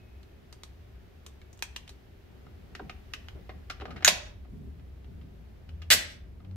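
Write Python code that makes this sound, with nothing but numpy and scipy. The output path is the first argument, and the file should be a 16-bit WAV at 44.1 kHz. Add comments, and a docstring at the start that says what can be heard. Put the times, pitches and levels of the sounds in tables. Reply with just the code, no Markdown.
"""A low ventilation rumble, an airy hiss and a faint dying high ring come first, in a shooting-range booth.
Brass clicks follow as a cartridge is thumbed into a pistol magazine; the pistol knocks and ticks as it is
handled, the magazine is slapped home and the slide let fly forward. Each contact is a short noise chatter that
rings the part it hits. The booth scatters the sounds and the long lane answers the contacts.
The background is coloured noise and tones."""
import sys
import numpy as np
from scipy import signal
from scipy.fft import rfft, irfft, next_fast_len
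from scipy.io import wavfile
from scipy.ndimage import uniform_filter1d

SR = 44100
rng = np.random.default_rng(int(sys.argv[2]) if len(sys.argv) > 2 else 0)


def store_pcm(level_fs):
    """Save levels as 16-bit WAV."""
    pcm = np.round(np.clip(level_fs, -1, 1) * 32767).astype(np.int16)
    wavfile.write(sys.argv[1], SR, np.atleast_2d(pcm).T)


N = 289290

# A contact's three registers, thud, body and edge: [low f/Hz, high f/Hz]
# In the contact tables below, each level sets one register's strength as an rms over 20 ms.
REGISTERS = [(250, 1200), (1200, 5000), (5000, 15000)]
# Brass clicks on the magazine lips: [t/s, body level/dB, edge level/dB, ring f/Hz, chatter decay/ms]
CARTRIDGE_CLICKS = [(0.23, -65, -75, 4230, 2.2), (0.526, -55.5, -58.5, 4750, 2.4),
                    (0.634, -50.5, -54, 4000, 0.8), (1.2635, -53.5, -54.5, 3380, 2.5),
                    (1.415, -60.5, -76, 2150, 2), (1.529, -68, -62, 6500, 2.3),
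                    (1.5745, -73, -67, 7000, 1.3), (1.591, -63, -66, 2950, 1.5),
                    (1.6233, -35.3, -40.3, 2480, 1.5), (1.7615, -40, -49.5, 2960, 2.3),
                    (1.8768, -54.5, -66, 3020, 2.8), (1.892, -53, -58, 4170, 5.2)]
CARTRIDGE_THUD_DB = -5.5   # relative to the edge
# Knocks and faint ticks of the handled pistol, before and after the magazine goes home:
# [t/s, body level/dB, hardness/dB, ring f/Hz, chatter decay/ms]
HANDLING_KNOCKS = [(2.4645, -65, -9, 1360, 4.6), (2.7502, -45, 8, 1900, 4.2), (2.7937, -57, -11, 1000, 6),
                   (2.8948, -44.5, 3, 2400, 4.5), (3.135, -38.5, 15.5, 2680, 2.6),
                   (3.284, -50, 9, 3040, 1.7), (3.352, -78, -24, 481, 8.6), (3.492, -51, -7, 1970, 8),
                   (3.6985, -37.5, 8, 1250, 7.7), (3.799, -55, -3, 1400, 2.6), (3.809, -50, -2, 2900, 6.9),
                   (3.8175, -54.5, -12, 1288, 4), (3.8532, -48.5, -6, 1700, 7.3),
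                   (3.879, -60, -12, 1200, 14), (3.905, -49.5, 1, 1400, 12), (3.96, -48.5, -1, 1900, 14),
                   (4.005, -57, -6, 1505, 7.6), (4.0225, -45, 0, 1900, 9), (4.448, -69.5, -9, 2000, 8),
                   (4.795, -70, 0, 1900, 3), (5.0435, -67.5, 3, 3200, 3.2), (5.2122, -67.5, 2, 3050, 4),
                   (5.69, -59, 9, 3000, 3), (5.8178, -52.5, 12, 3100, 6), (6.401, -69, -5, 1203, 5.3),
                   (6.4468, -67.5, 0, 3120, 3), (6.5112, -70, 16, 4020, 1.5)]
SOFT_EDGE_DB, EDGE_PER_HARDNESS = -16.5, .6   # edge over body at hardness 0; dB gained per dB of hardness
# The magazine shoves the catch aside and scrapes past it:
# [t/s, thud level/dB, body level/dB, edge level/dB, ring f/Hz, chatter decay/ms]
CATCH_SCRAPES = [(4.0464, -38.5, -21, -18, 1740, 1.7), (4.058, -46, -32.5, -34, 6700, 1.0),
                 (4.064, -41.5, -28.5, -36, 2100, 8)]
# The magazine hits home, first blow: [columns as for the catch]
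SEAT_BLOW = (4.0762, -26.5, -18.5, -21, 2200, 2.5)
SEAT_GAP_S, SEAT_LOSS_DB = .0045, 4.8   # typical gap and loss per rebound
# The slide judders forward and strips a round, first blow: [columns as for the catch]
SLIDE_BLOW = (5.902, -38.3, -22.3, -24.3, 2400, 3.5)
SLIDE_GAP_S, SLIDE_LOSS_DB = .0048, .2   # typical gap and loss per judder
# The slide locks: [columns as for the catch]
LOCK_BLOW = (5.933, -35.5, -28, -23.5, 4675, 8.5)
# Resonances of each part: [f/Hz, width/Hz, level above the broad spectrum/dB]
MAGAZINE_MODES = [(1260, 71, 2), (1840, 52, 1), (2510, 110, 10), (2970, 70, -6), (4110, 160, -1.5),
                  (5930, 76, 7), (6700, 50, 6.5), (8600, 90, 3)]
FRAME_MODES = [(760, 98, 8.7), (1280, 90, 4), (1530, 130, 2), (2103, 150, 3), (2400, 77, 2),
               (2810, 34, 3.1), (3028, 90, 4), (4170, 300, 5), (5150, 240, 3.2)]
CATCH_MODES = [(1730, 60, 5), (3320, 75, 4), (3620, 40, 5), (3980, 26, 7), (5400, 40, 5), (6315, 16, 3.1),
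               (6710, 90, 11), (9160, 30, 6)]
SEAT_MODES = [(650, 70, 5), (2110, 36, 6), (2226, 30, 4), (2450, 50, 2), (2663, 29, 4.6), (2820, 40, 4),
              (3004, 40, 4.5), (3860, 22, 6), (4660, 40, 3), (5370, 35, 4), (6200, 33, 4), (6620, 44, 5),
              (7100, 48, 4), (9530, 60, 5)]
SLIDE_MODES = [(600, 150, 6), (1940, 80, 4), (2120, 34, 3.4), (2420, 23, 3.4), (2850, 35, 4),
               (3050, 35, 4.5), (3283, 25, 4.6), (4230, 30, 5), (4460, 26, 4.5), (4550, 45, 3),
               (6500, 73, 3.4), (7850, 150, 3), (11600, 80, 4)]
# Broad colour of each contact, before its registers are set: [f/Hz, relative level/dB]
MAGAZINE_TONE = [(150, -28), (250, -13), (823, -5.5), (2060, -8), (2240, -8), (2530, -18), (2760, -7),
                 (8620, -5.5), (9390, -14), (13700, -14.5), (15500, -55)]
FRAME_TONE = [(150, -39.5), (250, 3), (961, -9.5), (1220, -2), (2800, -4.5), (4030, -9.5), (4870, -11),
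              (5690, -12.5), (9560, -28), (11600, -27.5), (15500, -38)]
CATCH_TONE = [(150, -46.5), (250, -20.5), (525, -21.5), (1380, -6), (1730, -3.5), (2090, -5.5),
              (2900, -9.5), (4100, -4.5), (4870, -14), (6540, -5), (7900, -15), (9390, -18), (10600, -30),
              (12200, -17), (15500, -28)]
SEAT_TONE = [(150, -18), (350, -13), (490, -14), (600, -5), (700, -4), (820, -10), (1050, -9), (1800, -10),
             (2200, -5), (3900, -5), (7000, -12), (9000, -20), (11800, -20), (15500, -29)]
SLIDE_TONE = [(150, -31), (350, -13), (480, -15.5), (650, -11), (1100, -13), (1600, -1.5), (2300, -2.5),
              (3100, -1), (4300, -2), (5900, -8), (7900, -7), (10000, -14.5), (12000, -11), (15500, -23)]
# The recoil spring sings on: [t/s, f/Hz, peak level of the main tone/dB, t60/s]
SPRING = (5.91, 1942, -37, 0.3)
# The grip drags over a surface: [t/s, level before its envelope/dB, start f/Hz, end f/Hz, pitch fall/s]
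DRAGS = [(2.794, -42, 1699, 245, .008), (3.817, -44, 750, 400, .005)]
# The lane's tail: [f/Hz, t60/s, relative level/dB]
LANE = [(200, .5, -1), (590, .48, 0.5), (1190, 0.47, -3.5), (2500, 0.42, -2.5), (5000, .36, -2.5),
        (9000, 0.28, -3), (14000, .21, -1.5)]
FAR_WALL_S, MIC_LAG_S = .17, .00006   # start of the far echo; delay of the right channel
# Likeness of left and right, in diffuse and in direct sound: [f/Hz, likeness from 0 to 1]
DIFFUSE_LIKENESS = [(60, .92), (130, 1), (250, 0.2), (500, 0.1), (1000, 0), (4000, 0.1), (12000, .05)]
DIRECT_LIKENESS = [(300, 1), (1000, 0.78), (3000, 0.71), (8000, 0.31), (15000, .4)]
# Soft, dull footfalls as the shooter shifts weight: [t/s, length/s, level/dB]
STEPS = [(4.47, .2, -46), (5.04, .2, -51)]
STEP_ATTACK_S, STEP_RELEASE_S = .05, .1
# Soft low noise: body and sleeves shifting, and the dull thump under the magazine and slide blows:
# [t/s, length/s, level/dB]
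SOFT_LOW_SWELLS = [(2.28, .45, -58), (2.8, .07, -50.5), (3.33, .05, -49), (3.48, .12, -55),
                   (3.86, .11, -45.5), (4.05, .07, -46), (4.2, 2.35, -59), (5.9, .1, -48), (6.4, .12, -56)]
SOFT_LOW_REST_DB, SOFT_LOW_ATTACK_S, SOFT_LOW_RELEASE_S = -65.5, .03, .045
# Ventilation rumble, before a small left-right tilt: [t/s, level/dB]
RUMBLE_LEVEL = [(0, -52.5), (2.5, -51), (3.0, -48), (4.6, -45.5), (5.5, -48), (6.56, -47)]
# Airy hiss of the ventilation: [t/s, level/dB]
AIR_LEVEL = [(0, -57), (2.2, -57), (3.2, -54.5), (4.4, -60), (5.5, -58.5), (6.56, -62)]
# Colours of the background noises: [f/Hz, relative level/dB]
STEP_TONE = [(60, -25.5), (105, -1.5), (150, 0), (210, -2.5), (270, -7.5), (330, -20), (400, -13.5),
             (480, -25.5), (1500, -54.5)]
SOFT_LOW_TONE = [(60, -26.5), (110, -2.5), (200, 0.5), (300, -7), (450, -11.5), (900, -23.5), (2000, -33.5),
                 (6000, -55.5)]
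RUMBLE_TONE = [(15, -25.5), (25, -15.5), (42, -8), (55, -4), (66, 2), (85, -4), (105, -11), (150, -29),
               (300, -63.5)]
AIR_TONE = [(60, -8), (110, -2.5), (160, -9), (245, -6.5), (310, -12), (385, -5), (470, -15.5),
            (680, -15.5), (1000, -22.5), (1800, -22.5), (3200, -27), (5500, -34.5), (9000, -44),
            (12000, -38), (15500, -39.5)]
# A drone swells in the building: [t/s, length/s, level before swell and tilt/dB, start f/Hz]
DRONE_SWELLS = [(5.53, .36, -42.5, 78.5), (6.42, .17, -33.5, 93)]
DRONE_ATTACK_S, DRONE_RELEASE_S, DRONE_RISE_HZ_PER_S = .2, .12, 7
# A faint high ring dies away from the start: [f/Hz, starting peak level/dB]
WHINE = [(2159, -75), (2283, -79), (2534, -70), (2558, -72)]
WHINE_T60_S = 1.6
CUTOFF_HZ = 15600


def contacts(table, tone, modes, ring_db, ring_width, rise_ms, grit_db, size=8192):
    """Each contact is a dying chatter of tiny impacts that rings the part; where it lands favours one pitch."""
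    out = np.zeros((2, N + size))
    hz = np.fft.rfftfreq(size, 1 / SR)
    ms = np.arange(size) / SR * 1000
    part = from_db(at_hz(tone, hz)) * np.sqrt(np.abs(1 + sum(peak(hz, *mode) for mode in modes)))
    filters = [signal.butter(3, band, "band", fs=SR, output="sos") for band in REGISTERS]
    registers = [signal.sosfreqz(sos, hz, fs=SR)[1] for sos in filters]
    weights = np.abs(registers) ** 2 + 1e-12
    low_cut = hz ** 2 / (hz ** 2 + 180 ** 2)
    right_later = np.exp(-2j * np.pi * hz * MIC_LAG_S * np.array([[0], [1]]))
    fade_out = np.minimum(np.linspace(2, 0, size), 1)   # fade the end smoothly to silence
    for s, *levels, ring_hz, chatter_ms in table:
        envelope = (1 - np.exp(-(ms / rise_ms) ** 2)) * np.exp(-ms / max(chatter_ms, .1))
        grit = from_db(grit_db * np.repeat(rng.standard_normal(size // 16), 16))   # uneven strength
        chatter = rng.standard_normal((2, size)) * envelope * grit
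        blow = two_ports(rfft(chatter), DIRECT_LIKENESS, hz)
        # flatten the broad spectrum so that every pitch gets its share
        smooth_power = uniform_filter1d(np.abs(blow) ** 2, size=160, axis=1)
        blow /= causal(np.sqrt(smooth_power + 1e-12))
        colour = part * np.sqrt(np.abs(0.5 + peak(hz, ring_hz, ring_width * ring_hz, ring_db)))
        # the hardness of the contact sets how much goes into each register
        energy = [np.mean(np.sum(irfft(blow * colour * band) ** 2, axis=1)) for band in registers]
        gains = from_db(levels) * np.sqrt(.02 * SR / np.array(energy))
        hardness = np.exp(np.log(gains) @ weights / weights.sum(0)) * low_cut
        at = int(s * SR)
        out[:, at:at + size] += irfft(blow * causal(colour * hardness) * right_later) * fade_out
    return out[:, :N]


def rebounds(blow, gap_s, loss_db, count):
    """A blow repeats at uneven gaps, weaker each time and landing a little differently."""
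    s, thud, body, edge, ring_hz, chatter_ms = blow
    rows = []
    for k, (late, place) in enumerate(rng.uniform(-1, 1, (count, 2))):
        when = s + gap_s * (k + .25 * late * (k > 0))
        loss = k * loss_db
        rows.append((when, thud - loss, body - loss, edge - loss, ring_hz * 2 ** (.4 * place), chatter_ms))
    return rows


def magazine_home():
    """The magazine scrapes past the catch, hits home and rebounds."""
    seating = rebounds(SEAT_BLOW, SEAT_GAP_S, SEAT_LOSS_DB, count=3)
    catch = contacts(CATCH_SCRAPES, CATCH_TONE, CATCH_MODES,
                     ring_db=2.5, ring_width=.12, rise_ms=1.3, grit_db=2)
    seat = contacts(seating, SEAT_TONE, SEAT_MODES, ring_db=2, ring_width=.3, rise_ms=1.2, grit_db=2.5)
    return (catch + seat) * from_db([[-.7], [.7]])   # a little to the right


def slide():
    """The slide judders forward in a string of blows, then locks."""
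    closing = rebounds(SLIDE_BLOW, SLIDE_GAP_S, SLIDE_LOSS_DB, count=6) + [LOCK_BLOW]
    return contacts(closing, SLIDE_TONE, SLIDE_MODES, ring_db=1.5, ring_width=0.3, rise_ms=1.6, grit_db=2.5)


def cartridge():
    """The sharper the brass snaps, the harder it also thuds against the follower."""
    rows = [(s, edge + CARTRIDGE_THUD_DB, body, edge, hz, ms) for s, body, edge, hz, ms in CARTRIDGE_CLICKS]
    return contacts(rows, MAGAZINE_TONE, MAGAZINE_MODES,
                    ring_db=6, ring_width=0.12, rise_ms=0.73, grit_db=-3.5)


def handling():
    """A hard contact trades thud for edge; a soft one, through the hand, does the opposite."""
    rows = []
    for s, body, hard, hz, ms in HANDLING_KNOCKS:
        edge = body + SOFT_EDGE_DB + EDGE_PER_HARDNESS * hard
        rows.append((s, body - hard, body, edge, hz, ms))
    return contacts(rows, FRAME_TONE, FRAME_MODES, ring_db=5, ring_width=0.2, rise_ms=1.1, grit_db=3)


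def spring():
    """The shaken coil sings two close tones that beat against each other as they die away."""
    s, hz, db, t60 = SPRING
    t = np.maximum(np.arange(N) / SR - s, 0)
    pair = np.sin(2 * np.pi * hz * t) + .4 * np.sin(2 * np.pi * (hz - 48) * t)
    return from_db(db - 60 * t / t60) * pair


def drags(rough, fade_s):
    """Stick and slip slow down as the drag comes to rest; the uneven slipping makes the tone hoarse."""
    out = np.zeros(N)
    t = np.arange(int(.15 * SR)) / SR
    envelope = (1 - np.exp(-t / 0.0017)) * np.exp(-t / fade_s)
    for s, db, start_hz, end_hz, fall_s in DRAGS:
        waver = rms_one(uniform_filter1d(rng.standard_normal(len(t)), size=40))
        hz = (end_hz + (start_hz - end_hz) * np.exp(-t / fall_s)) * (1 + rough * waver)
        tone = np.sqrt(2) * np.sin(2 * np.pi * np.cumsum(hz) / SR)
        at = int(s * SR)
        out[at:at + len(t)] += from_db(db) * envelope * tone
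    return out


def booth(x, wet_db, first_s, fade_s):
    """Bench, ceiling and partitions scatter the near sounds into a short, dying noise tail."""
    t = np.arange(int(.08 * SR)) / SR
    response = rng.standard_normal((2, len(t))) * (t > first_s) * np.exp(-t / fade_s)
    response /= np.sqrt(np.sum(response ** 2, axis=1, keepdims=True))
    return x + from_db(wet_db) * signal.fftconvolve(x, response, axes=1)[:, :N]


def lane(x, far_db, far_spread_s, far_cut_hz, build_s):
    """The long lane: a tail that dies fastest in the treble, and a dull, smeared echo off the far end."""
    t = np.arange(int(.7 * SR)) / SR
    hz = np.fft.rfftfreq(len(t), 1 / SR)
    white = two_ports(rfft(rng.standard_normal((2, len(t)))), DIFFUSE_LIKENESS, hz)
    late = np.maximum(t - FAR_WALL_S, 0) / far_spread_s
    response = 0
    edges = np.geomspace(100, 16000, 12)   # eleven bands, each with its own decay
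    for low, high in zip(edges, edges[1:]):
        centre = np.sqrt(low * high)
        tail = from_db(-60 * t / at_hz(LANE, centre)) * (1 - np.exp(-t / build_s))
        echo = from_db(far_db) * late * np.exp(1 - late) / (1 + (centre / far_cut_hz) ** 2)
        band = irfft(white * ((hz >= low) & (hz < high)), len(t))
        response = response + band * np.hypot(tail, echo) * from_db(at_hz(LANE, centre, axis=2))
    response = response / np.sqrt(np.sum(response ** 2) / 2)
    return signal.fftconvolve(x, response, axes=1)[:, :N]


def footfalls():
    """Soft footfalls are dull noise that swells and dies away."""
    return swells(STEPS, STEP_ATTACK_S, STEP_RELEASE_S) * noise(STEP_TONE)


def soft_low_noise():
    """Shifting body and sleeves, and the dull thump under the blows, swell out of a faint steady noise."""
    gain = swells(SOFT_LOW_SWELLS, SOFT_LOW_ATTACK_S, SOFT_LOW_RELEASE_S)
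    return np.hypot(from_db(SOFT_LOW_REST_DB), gain) * noise(SOFT_LOW_TONE)


def drone(octave_db):
    """Each swell is a low tone with a weak octave, creeping upwards."""
    out = 0
    for s, length_s, db, start_hz in DRONE_SWELLS:
        hz = start_hz + DRONE_RISE_HZ_PER_S * (np.arange(N) / SR - s)
        phase = 2 * np.pi * np.cumsum(hz) / SR
        tone = np.sqrt(2) * (np.sin(phase) + from_db(octave_db) * np.sin(2 * phase))
        out = out + from_db(db) * swell(s, length_s, DRONE_ATTACK_S, DRONE_RELEASE_S) * tone
    return out


def whine():
    """A few high, steady tones fade together."""
    t = np.arange(N) / SR
    tones = sum(from_db(db) * np.sin(2 * np.pi * hz * t) for hz, db in WHINE)
    return tones * np.exp(-np.log(1000) * t / WHINE_T60_S)


def ventilation_rumble():
    """Moving air rumbles as very low noise whose level drifts."""
    return from_db(level_in_time(RUMBLE_LEVEL)) * noise(RUMBLE_TONE)


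def ventilation_hiss():
    """The airy part of the ventilation is broad noise whose level drifts."""
    return from_db(level_in_time(AIR_LEVEL)) * noise(AIR_TONE)


def background():
    """The soft low noise, footfalls, fading ring, drone and ventilation add up."""
    low = (ventilation_rumble() + drone(octave_db=-15)) * from_db([[.7], [-.7]])   # a little to the left
    return low + ventilation_hiss() + soft_low_noise() + footfalls() + whine()


def swell(s, length_s, attack_s, release_s):
    """A gain that rises to a ceiling and starts to die away once its length is over."""
    t = np.arange(N) / SR - s
    return np.clip(t / attack_s, 0, 1) * np.exp(-np.maximum(t - length_s, 0) / release_s)


def swells(rows, attack_s, release_s):
    """The joint gain of several swells, whose powers add."""
    power = sum((from_db(db) * swell(s, length_s, attack_s, release_s)) ** 2 for s, length_s, db in rows)
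    return np.sqrt(power)


def noise(tone):
    """Steady diffuse stereo noise of a given colour; rms 1."""
    size = next_fast_len(N, real=True)
    hz = np.fft.rfftfreq(size, 1 / SR)
    white = two_ports(rfft(rng.standard_normal((2, size))), DIFFUSE_LIKENESS, hz)
    return rms_one(irfft(white * from_db(at_hz(tone, hz)), size)[:, :N])


def two_ports(pair, likeness, hz):
    """Two unrelated spectra become a left and a right one of the given likeness."""
    alike = np.clip(at_hz(likeness, hz), 0, 1)
    shared = np.sqrt(1 + alike) * pair[0]
    opposed = np.sqrt(1 - alike) * pair[1] * np.array([[1], [-1]])
    return shared + opposed


def peak(hz, centre, width, db):
    """The power one resonance adds to a flat spectrum of 1."""
    return (from_db(2 * db) - 1) / (1 + (2 * (hz - centre) / width) ** 2)


def causal(gain):
    """The minimum-phase response with this gain: resonances ring after the blow."""
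    cepstrum = irfft(np.log(gain + 1e-9))
    half = cepstrum.shape[-1] // 2
    cepstrum[..., 1:half] *= 2
    cepstrum[..., half + 1:] = 0
    return np.exp(rfft(cepstrum))


def at_hz(points, hz, axis=1):
    """Read a column of a table along a log-frequency axis."""
    points = np.array(points)
    return np.interp(np.log(hz + 1e-9), np.log(points[:, 0]), points[:, axis])


def level_in_time(rows):
    """Read a level curve sample by sample."""
    s, db = np.transpose(rows)
    return np.interp(np.arange(N) / SR, s, db)


def from_db(db):
    """Turn decibels into a gain."""
    return 10 ** (np.asarray(db) / 20)


def rms_one(x):
    """Scale a signal to an rms of 1."""
    return x / np.sqrt(np.mean(x ** 2) + 1e-20)


def scene():
    """Near sounds pass through the booth; the slide and magazine blows are sent to the lane most strongly."""
    home, closing, clicks, knocks = magazine_home(), slide(), cartridge(), handling()
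    by_hand = clicks + knocks + home + closing + spring() + drags(rough=.25, fade_s=.042)
    near = booth(by_hand, wet_db=-5, first_s=0.0028, fade_s=.013)
    sent = from_db(-13.5) * home + from_db(-11) * closing + from_db(-15.5) * clicks + from_db(-14.5) * knocks
    far = lane(sent, far_db=-25.5, far_spread_s=0.018, far_cut_hz=6000, build_s=.012)
    return near + far + background()


def record(dry):
    """The hardest peaks are rounded and the top is cut steeply."""
    rounded = .85 * np.tanh(dry / .85)
    top_cut = signal.ellip(10, .2, 80, CUTOFF_HZ, fs=SR, output="sos")
    return signal.sosfilt(top_cut, rounded)


dry = scene()
out = record(dry)
store_pcm(out)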